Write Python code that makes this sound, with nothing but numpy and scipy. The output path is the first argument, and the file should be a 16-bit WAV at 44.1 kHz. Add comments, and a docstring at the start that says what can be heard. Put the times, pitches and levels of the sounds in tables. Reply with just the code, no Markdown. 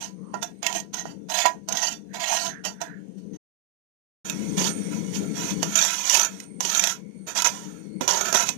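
"""At the bottom of a narrow brick shaft, with the tools close on the right of a stereo microphone. A steel
trowel scrapes and taps sand into the joints of the brick floor. After a short dead silence the scene changes: a
hand scoop digs into damp sand and pours it into the gap along the wall. Grains and knocks ring each blade, and
the walls add a short tail. On the left a low hum of moving air wavers, pressed down by a noise suppressor under
loud strokes; a thin whine and a few soft swishes lie behind the tools."""
import sys
import numpy as np
from scipy import signal
from scipy.fft import rfft, irfft
from scipy.io import wavfile
from scipy.ndimage import uniform_filter1d

SR = 44100
rng = np.random.default_rng(int(sys.argv[2]) if len(sys.argv) > 2 else 0)


def digitize_waveform(pressure):
    """Quantize a signal to 16-bit integers and store it at the path in sys.argv[1].

    Rows of a 2-D input are taken as channels; values are limited to [-1, 1].
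    """
    field = np.atleast_2d(pressure).T
    bounded = np.clip(field, -1, 1)
    quanta = np.round(bounded * 32767).astype(np.int16)
    wavfile.write(sys.argv[1], SR, quanta)


N = 377937
TIME = np.arange(N) / SR
FREQ_HZ = np.arange(N // 2 + 1) * SR / N
RING_SAMPLES, LEAD_SAMPLES = 16384, 256  # a blade's response, and the margin ahead of its onset


def from_db(db):
    return 10 ** (np.asarray(db) / 20)


def unit_rms(x):
    return x / np.sqrt(np.mean(x ** 2) + 1e-20)


def in_time(rows):
    """Each column of a curve over time, read at every sample."""
    time_s, *columns = np.transpose(rows)
    return [np.interp(TIME, time_s, column) for column in columns]


def at_hz(colour, hz):
    """A spectrum read on a log-frequency axis."""
    knots_hz, levels_db = np.transpose(colour)
    return np.interp(np.log(hz + 1), np.log(knots_hz), levels_db)


def drift(rate_hz):
    """A smooth random wander, mostly slower than rate_hz; rms one."""
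    return unit_rms(irfft(rfft(rng.standard_normal(N)) / (1 + (FREQ_HZ / rate_hz) ** 2), N))


def noise(colour):
    """Steady noise of a given colour; rms one."""
    return unit_rms(irfft(rfft(rng.standard_normal(N)) * from_db(at_hz(colour, FREQ_HZ)), N))


def running_power(x, window_s, lag_s):
    """Power averaged over a short window; a negative lag looks ahead."""
    power = np.abs(uniform_filter1d(x ** 2, int(window_s * SR) + 1))
    return np.interp(TIME - lag_s, TIME, power)


# Thin, high whine behind the tools: time_s, level_db
WHINE_LEVELS = [(0, -61.5), (1.2, -73), (3.3, -71), (4.25, -59), (4.4, -43.5), (5.7, -47.5), (6.4, -51),
                (6.55, -56.5), (7.15, -59), (7.8, -54.5), (8.57, -51.5)]
# Its bands: pitch_hz, width_hz, relative_db
WHINE_BANDS = [(2194, 110, -7.5), (4370, 80, -14), (8745, 170, -1)]
def whine(wander, swell_db):
    """Narrow noise bands about an octave apart: each swells and sinks, all waver together in pitch."""
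    phase_per_hz = 2 * np.pi * np.cumsum(1 + wander * drift(2.8)) / SR
    bands = np.zeros(N)
    for pitch_hz, width_hz, relative_db in WHINE_BANDS:
        gain = from_db(relative_db + swell_db * drift(2))
        phase = pitch_hz * phase_per_hz
        bands += gain * unit_rms(drift(width_hz) * np.cos(phase) + drift(width_hz) * np.sin(phase))
    return from_db(in_time(WHINE_LEVELS)[0]) * bands


# Soft, hollow swishes in the background: middle_s, length_s, pitch_hz, level_db
SOFT_SWISHES = [(0.286, 0.11, 1070, -51.5), (2.152, 0.055, 1750, -45), (2.527, 0.1, 1660, -37.5),
                (2.882, 0.13, 1650, -43)]
def swishes(width):
    """Each is a band of noise that swells and fades."""
    out = np.zeros(N)
    for middle_s, length_s, pitch_hz, level_db in SOFT_SWISHES:
        edges_hz = [pitch_hz / (1 + width), pitch_hz * (1 + width)]
        band = signal.butter(2, edges_hz, "band", fs=SR, output="sos")
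        swell = from_db(level_db) * np.exp(-2 * ((TIME - middle_s) / length_s) ** 2)
        out += swell * unit_rms(signal.sosfilt(band, rng.standard_normal(N)))
    return out


# Moving air at the microphone, ahead of the suppressor: time_s, hum_db, hiss_db
AIR_LEVELS = [(0.0, -40, -50), (.25, -36.5, -51.5), (.55, -41, -51), (1.1, -37.5, -51.5),
              (1.65, -39, -53.5), (2.0, -39.5, -52), (2.8, -40.5, -51.5), (3.35, -37, -49),
              (4.25, -36.5, -52), (4.42, -25.5, -42.5), (5.65, -27, -43.5), (5.9, -38, -47),
              (6.3, -39.5, -48.5), (6.6, -34, -47), (7.15, -40.5, -50.5), (7.95, -33, -46),
              (8.25, -38, -49.5), (8.57, -33, -48)]
# Its hollow hum, strongest near 195 Hz: frequency_hz, density_db
HUM_SPECTRUM = [(25, -39), (50, -37.5), (75, -20), (110, -18.5), (140, -11), (170, -1), (195, 6), (250, -9),
                (305, -3), (365, -16), (450, -9.5), (550, -22), (700, -44), (1200, -69.5)]
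# Its faint hiss: frequency_hz, density_db
HISS_SPECTRUM = [(300, 1), (800, 9.5), (1200, 1), (2000, 0.5), (2600, -1), (3300, -3), (6500, -10.5),
                 (14000, -17.5)]
def moving_air(tools, open_db, shut_db, duck_above_db, duck_slope, waver_db, waver_hz):
    """Air heard through a suppressor: the nearby tools open up the hiss and press the hum down."""
    hum_db, hiss_db = in_time(AIR_LEVELS)
    excess = running_power(tools, window_s=.077, lag_s=-.012) / from_db(hum_db + duck_above_db) ** 2
    duck_db = duck_slope * 10 * np.log10(1 + excess)
    hum = from_db(hum_db - duck_db + waver_db * drift(waver_hz)) * noise(HUM_SPECTRUM)
    power = running_power(tools, window_s=.065, lag_s=.02)
    opened = power / (power + from_db(-46) ** 2)  # half open with the tools at -46 dB
    gate_db = shut_db + (open_db - shut_db) * opened
    return hum + from_db(hiss_db + gate_db) * noise(HISS_SPECTRUM)


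def minimum_phase(gain):
    """The causal spectrum that has the given gain at each frequency."""
    cepstrum = irfft(np.log(gain))
    cepstrum[1:RING_SAMPLES // 2] *= 2
    cepstrum[RING_SAMPLES // 2 + 1:] = 0
    return np.exp(rfft(cepstrum))


def blade(colour, modes, shaft_db, shaft_t60_s, uneven_db, detune):
    """A blade's response to a click in one position: treble, middle and bass, each of unit energy."""
    hz, t = np.arange(RING_SAMPLES // 2 + 1) * SR / RING_SAMPLES, TIME[:RING_SAMPLES]
    treble_hz, bass_hz = 2000, 520
    # the point of contact favours some modes and bends their pitch a little
    resonance = 1
    for pitch_hz, width_hz, lift_db in modes:
        favour, bend = rng.standard_normal(2)
        offset = 2 * (hz - pitch_hz * (1 + detune * bend)) / width_hz
        resonance += from_db(lift_db + uneven_db * favour) ** 2 / (1 + offset ** 2)
    # crowded upper modes merge into humps and dips that change with position
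    humps = np.interp(hz, np.linspace(0, SR / 2, 140), rng.standard_normal(140))
    ripple_db = uneven_db * humps * np.clip(hz / treble_hz, 0, 1)
    direct = minimum_phase(from_db(at_hz(colour, hz) + ripple_db) * np.sqrt(resonance))
    # the close walls send back a dense, short tail
    walls = rng.standard_normal(RING_SAMPLES) * from_db(-60 * t / shaft_t60_s) * (t > .002)
    response = direct * (1 + from_db(shaft_db) * rfft(walls) / np.linalg.norm(walls))
    treble, above_bass = [1 / (1 + (edge / (hz + 1)) ** 8) for edge in (treble_hz, bass_hz)]
    shares = treble, above_bass - treble, 1 - above_bass
    bands = [np.roll(irfft(response * share), LEAD_SAMPLES) for share in shares]
    return [band / np.linalg.norm(band) for band in bands]


def stroke_levels(strokes, attack_s):
    """Treble hiss, middle ring and bass rub in dB: a stroke sets in, swells or eases, then dies away."""
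    release_db_per_s = [353, 326.5, 234]
    rustle_db = [-65.5, -70.5, -66.5]  # faint floor between strokes
    power = np.zeros((3, N))
    for start_s, length_s, *bands_db, swell_db in strokes:
        span = slice(int(start_s * SR), int((start_s + length_s + .5) * SR))
        t = TIME[span] - start_s
        attack = np.clip(t / attack_s, 0, 1)
        ramp_db = swell_db * (np.minimum(t / length_s, 1) - .5)
        fall_db = np.outer(release_db_per_s, np.maximum(t - length_s, 0))
        power[:, span] += (attack * from_db(np.array(bands_db)[:, None] + ramp_db - fall_db)) ** 2
    return 10 * np.log10(power + from_db(rustle_db)[:, None] ** 2)


def pebbles(per_s, decay_s):
    """Coarse grains crack one by one, each pinging briefly at a pitch of its own; rms one."""
    t = TIME[:1024]
    out = np.zeros(N + len(t))
    for when, pitch, size in rng.random((int(per_s * N / SR), 3)):
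        pitch_hz, level_db = 2200 + 5600 * pitch, 12 * size ** 2
        at = int(when * N)
        out[at:at + len(t)] += from_db(level_db) * np.sin(2 * np.pi * pitch_hz * t) * np.exp(-t / decay_s)
    return unit_rms(out[:N])


def grit(hiss_db, crunch_db, snaps_per_s, spread_db, judder_db, judder_hz, pebble_db):
    """Fine sand rushes; a hard stroke also snaps coarse grains, bunched as the blade sticks and slips."""
    pressure = 1 / (1 + from_db(crunch_db - hiss_db) ** 2)
    sizes = from_db(spread_db * np.minimum(rng.exponential(1, N), 4)) * rng.choice([-1, 1], N)
    snaps = unit_rms(sizes * (rng.random(N) < snaps_per_s / SR))
    coarse = unit_rms(snaps + from_db(pebble_db) * pebbles(per_s=260, decay_s=.0018))
    sand = (rng.standard_normal(N) + pressure * coarse) / np.sqrt(1 + pressure ** 2)
    return unit_rms(sand * from_db(judder_db * pressure * drift(judder_hz)))


def blows(hits, gain_db, crack_s, crush_s, crush_db):
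    """Forces in treble, middle and bass: the blade knocks once as grains under it crack and crumble."""
    forces, t = np.zeros((3, N + RING_SAMPLES)), TIME[:RING_SAMPLES]
    click = 1. * (t == 0)
    gain = from_db(gain_db) * np.sqrt(.01 * SR)  # a blow carries the energy of 10 ms at its level
    # sand cushions the knock, and a light blade gives little deep bass
    cushion = signal.butter(2, [130, 1400], "band", fs=SR, output="sos")
    for start_s, *levels_db in hits:
        crumbs = rng.standard_normal((2, RING_SAMPLES)) * np.exp(-t / np.array([[crack_s], [crush_s]]))
        crack, crush = crumbs / np.linalg.norm(crumbs, axis=1, keepdims=True)
        impact = click + from_db(crush_db) * crush
        knock = signal.sosfilt(cushion, impact / np.linalg.norm(impact) + 1e-18)
        at = round(start_s * SR)
        forces[:, at:at + RING_SAMPLES] += gain * from_db(levels_db)[:, None] * [crack, knock, knock]
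    return forces[:, :N]


def sliding_blade(positions, levels_db, grains, forces, moves_per_s):
    """Scraping and blows drive one blade, whose ring shifts as it slides from position to position."""
    drives = [grains * from_db(db) + force for db, force in zip(levels_db, forces)]
    out = np.zeros(N)
    for k, responses in enumerate(positions):
        crossfade = np.clip(1 - abs((TIME * moves_per_s - k) % len(positions) - 1), 0, 1)
        for drive, response in zip(drives, responses):
            out += signal.oaconvolve(drive * crossfade, response)[LEAD_SAMPLES:LEAD_SAMPLES + N]
    return out


# Sand crushed under the trowel: frequency_hz, density_db
TROWEL_SPECTRUM = [(50, -27), (130, -9), (430, -3.5), (560, -11.5), (800, -3), (1150, -7), (2200, -3.5),
                   (3000, 1.5), (4300, -4.5), (5400, 0), (6400, -0.5), (7900, -6), (10500, -14),
                   (14000, -13)]
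# Resonances of its steel blade: pitch_hz, width_hz, lift_db
TROWEL_RESONANCES = [(620, 40, 9.5), (681, 50, 23), (907, 46, 21.5), (986, 14, 25.5), (1396, 50, 20),
                     (1658, 17, 19.5), (1878, 22, 20), (2433, 25, 8.5), (2670, 40, 4), (3062, 35, 4.5),
                     (3517, 26, 4.5), (4020, 26, 13.5), (4470, 50, 7), (4616, 17, 10.5), (5060, 20, 5.5),
                     (5750, 60, 8.5), (6240, 160, 10), (6570, 70, 10.5), (7010, 50, 12.5)]
# Scrapes across the floor, close by: start_s, length_s, hiss_db, ring_db, rub_db, swell_db
TROWEL_SCRAPES = [(0.0, 0.049, -32.5, -40, -64, 1.5), (.333, .02, -41, -27, -38.5, -7.5),
                  (.412, 0.01, -27, -29.5, -52, 2.5), (.62, .1, -32, -32, -48, -0.5),
                  (.735, 0.043, -26, -33, -38.5, -5.5), (.928, 0.079, -29, -37.5, -52.5, -4),
                  (1.048, 0.066, -43.5, -43.5, -52, -5.5), (1.283, 0.043, -31, -31.5, -55.5, 4.5),
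                  (1.33, .13, -22, -26.5, -59.5, -1), (1.435, 0.012, -38.5, -13, -32, -1),
                  (1.674, 0.066, -35.5, -34.5, -41.5, 4.5), (1.74, 0.14, -24.5, -31.5, -60, 0.5),
                  (1.905, 0.0093, -25.5, -37.5, -60.5, -2.5), (2.128, 0.032, -35, -32.5, -59, 6.5),
                  (2.19, .145, -24.5, -27, -59, 6), (2.335, 0.14, -24, -30.5, -48.5, -2.5),
                  (2.636, 0.034, -25.5, -29.5, -47, -1), (2.803, 0.011, -26.5, -23, -48, -7.5),
                  (3.17, 0.018, -53, -64, -70, -2.5), (3.325, .04, -49, -57.5, -68, -3.5)]
# The trowel meets brick or a coarse grain, ahead of gain_db: start_s, crack_db, knock_db, thud_db
TROWEL_TAPS = [(0.341, -41, -26, -42), (0.427, -22, -28, -54), (0.629, -30, -28, -52),
               (0.665, -17, -31, -49), (0.727, -28, -35, -48), (0.801, -30, -41, -60),
               (0.942, -24, -35, -54), (1.055, -44, -29, -39), (1.455, -22, -10.5, -34),
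               (1.46, -18, -16, -44), (1.687, -23, -30, -44), (1.724, -22, -33, -51),
               (1.772, -18, -36, -56), (2.65, -25, -38, -49), (2.815, -29, -29, -47)]
def trowel():
    """A thin layer of sand is ground between steel and brick."""
    positions = [blade(TROWEL_SPECTRUM, TROWEL_RESONANCES, shaft_db=-6, shaft_t60_s=.046,
                       uneven_db=4.5, detune=.003) for _ in range(7)]
    levels_db = stroke_levels(TROWEL_SCRAPES, attack_s=.015)
    grains = grit(levels_db[0], crunch_db=-36.5, snaps_per_s=2000, spread_db=1,
                  judder_db=2.5, judder_hz=50, pebble_db=-4.5)
    forces = blows(TROWEL_TAPS, gain_db=2.5, crack_s=.0033, crush_s=.01, crush_db=-7.5)
    return sliding_blade(positions, levels_db, grains, forces, moves_per_s=9)


# Damp sand crushed under the scoop: frequency_hz, density_db
SCOOP_SPECTRUM = [(50, -29.5), (130, 0), (270, 0), (450, -4), (800, 4.5), (1800, 5), (2800, 2), (4200, 1.5),
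                  (5300, 1.5), (5900, 13.5), (7050, 6.5), (7900, -3.5), (10500, -9.5), (14000, -6.5)]
# Resonances of its blade: pitch_hz, width_hz, lift_db
SCOOP_RESONANCES = [(384, 31, 11.3), (568, 85, 11.2), (662, 74, 13.3), (958, 82, 11.9), (1386, 145, 8.9),
                    (1646, 82, 6.2), (2360, 12, 1.3), (2575, 15.4, 9.2), (2960, 96, 4.3), (3410, 83, 2.9),
                    (4477, 31, 3.5), (4940, 18, 6), (6687, 79, 4.4)]
# Pushes into the heap, close by: start_s, length_s, hiss_db, ring_db, rub_db, swell_db
SCOOP_PUSHES = [(4.24, 0.084, -33, -40, -44, -1), (4.565, 0.12, -22, -30.5, -36, -2),
                (5.618, 0.057, -28, -29.5, -43, -14), (5.748, 0.28, -21, -32.5, -49.5, -12),
                (6.03, .125, -19, -32, -59, 14), (6.155, 0.098, -20.5, -26.5, -44.5, -5.5),
                (6.598, 0.17, -24, -34.5, -64, 7), (6.75, 0.16, -23.5, -31.5, -51.5, 1.5),
                (7.264, 0.04, -29, -35.5, -43.5, -1), (7.346, 0.05, -20.5, -27, -46, 1.5),
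                (7.44, 0.028, -14, -19, -37.5, -6), (8.005, 0.057, -29.5, -32.5, -32, -11.5),
                (8.074, 0.16, -22, -24.5, -36, -11.5), (8.235, 0.066, -24.5, -29, -38.5, -3.5),
                (8.333, 0.097, -17.5, -23, -37, -8), (8.445, 0.043, -26.5, -38, -52, 9.5)]
# Loose sand trickles off by the wall: start_s, length_s, hiss_db, ring_db, rub_db, swell_db
SCOOP_POURS = [(4.3, 1.06, -42, -51.5, -51, -5), (4.89, 0.087, -39, -44.5, -50, -1),
               (5.11, 0.052, -30, -44.5, -58, 6.5), (5.18, 0.058, -40.5, -45, -33, -3),
               (5.335, 0.18, -28.5, -37, -48, 2), (5.53, 0.24, -35, -44, -62, 19.5),
               (6.25, 0.19, -43, -51.5, -59, -9), (7.46, 0.43, -45, -49.5, -71.5, -32.5)]
# The scoop meets brick or a pebble, ahead of gain_db: start_s, crack_db, knock_db, thud_db
SCOOP_KNOCKS = [(4.298, -23, -40, -44), (5.629, -19, -25, -39), (5.756, -14, -26, -62),
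                (5.824, -23, -35, -58), (5.849, -18, -29, -55), (6.097, -13, -42, -65),
                (6.144, -15, -26, -66), (6.151, -19, -27, -57), (6.173, -17, -33, -44),
                (6.196, -18, -29, -44), (6.214, -19, -30, -58), (6.248, -21, -37, -50),
                (6.401, -34, -56, -67), (6.606, -21, -27, -49), (6.65, -21, -34, -39),
                (6.699, -24, -38, -63), (6.748, -20, -36, -62), (6.795, -16, -32, -44),
                (6.839, -13, -32, -50), (6.873, -18, -33, -42), (7.421, -18, -28, -50),
                (7.446, -19, -27, -49), (8.01, -26, -26, -25), (8.078, -17, -24, -38),
                (8.21, -23, -25, -35), (8.327, -17, -24, -31), (8.348, -17, -16, -28),
                (8.49, -17, -27, -50)]
def scoop():
    """Damp sand crunches as the scoop is pushed through the heap, and slides off with a soft hiss."""
    positions = [blade(SCOOP_SPECTRUM, SCOOP_RESONANCES, shaft_db=-5.5, shaft_t60_s=.026,
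                       uneven_db=4, detune=.009) for _ in range(7)]
    pushes_db = stroke_levels(SCOOP_PUSHES, attack_s=.015)  # a push bites quickly
    pours_db = stroke_levels(SCOOP_POURS, attack_s=.042)  # a slide gathers slowly
    levels_db = np.maximum(pushes_db, pours_db)
    grains = grit(levels_db[0], crunch_db=-27, snaps_per_s=1000, spread_db=3,
                  judder_db=1.5, judder_hz=69.7, pebble_db=-3)
    forces = blows(SCOOP_KNOCKS, gain_db=2.5, crack_s=.0025, crush_s=.0071, crush_db=.5)
    return sliding_blade(positions, levels_db, grains, forces, moves_per_s=14)


# Two scenes played one after the other, trowel then scoop: start_s, end_s
WORK_SPANS = [(0, 3.372), (4.245, 8.6)]
def scene():
    """Air on the left; tools, whine and swishes on the right; the trowel scene, then silence, then the scoop
    scene."""
    fade_s = .006
    trowelling, scooping = [np.clip(np.minimum(TIME - start_s, end_s - TIME) / fade_s, 0, 1)
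                            for start_s, end_s in WORK_SPANS]
    tools = trowelling * trowel() + scooping * scoop()
    background = whine(wander=.006, swell_db=4) + swishes(width=.11)
    air = moving_air(tools, open_db=-6.25, shut_db=-18.75, duck_above_db=11, duck_slope=.65,
                     waver_db=1.5, waver_hz=5.8)
    working = trowelling + scooping
    return np.array([working * air, working * background + tools])


def record(dry):
    """The recorder rounds the tallest peaks and cuts the top of the treble."""
    ceiling, cutoff_hz = .95, 14350
    rounded = dry / (1 + (dry / ceiling) ** 4) ** .25
    return signal.sosfilt(signal.ellip(10, .2, 70, cutoff_hz, fs=SR, output="sos"), rounded)


dry = scene()
out = record(dry)
digitize_waveform(out)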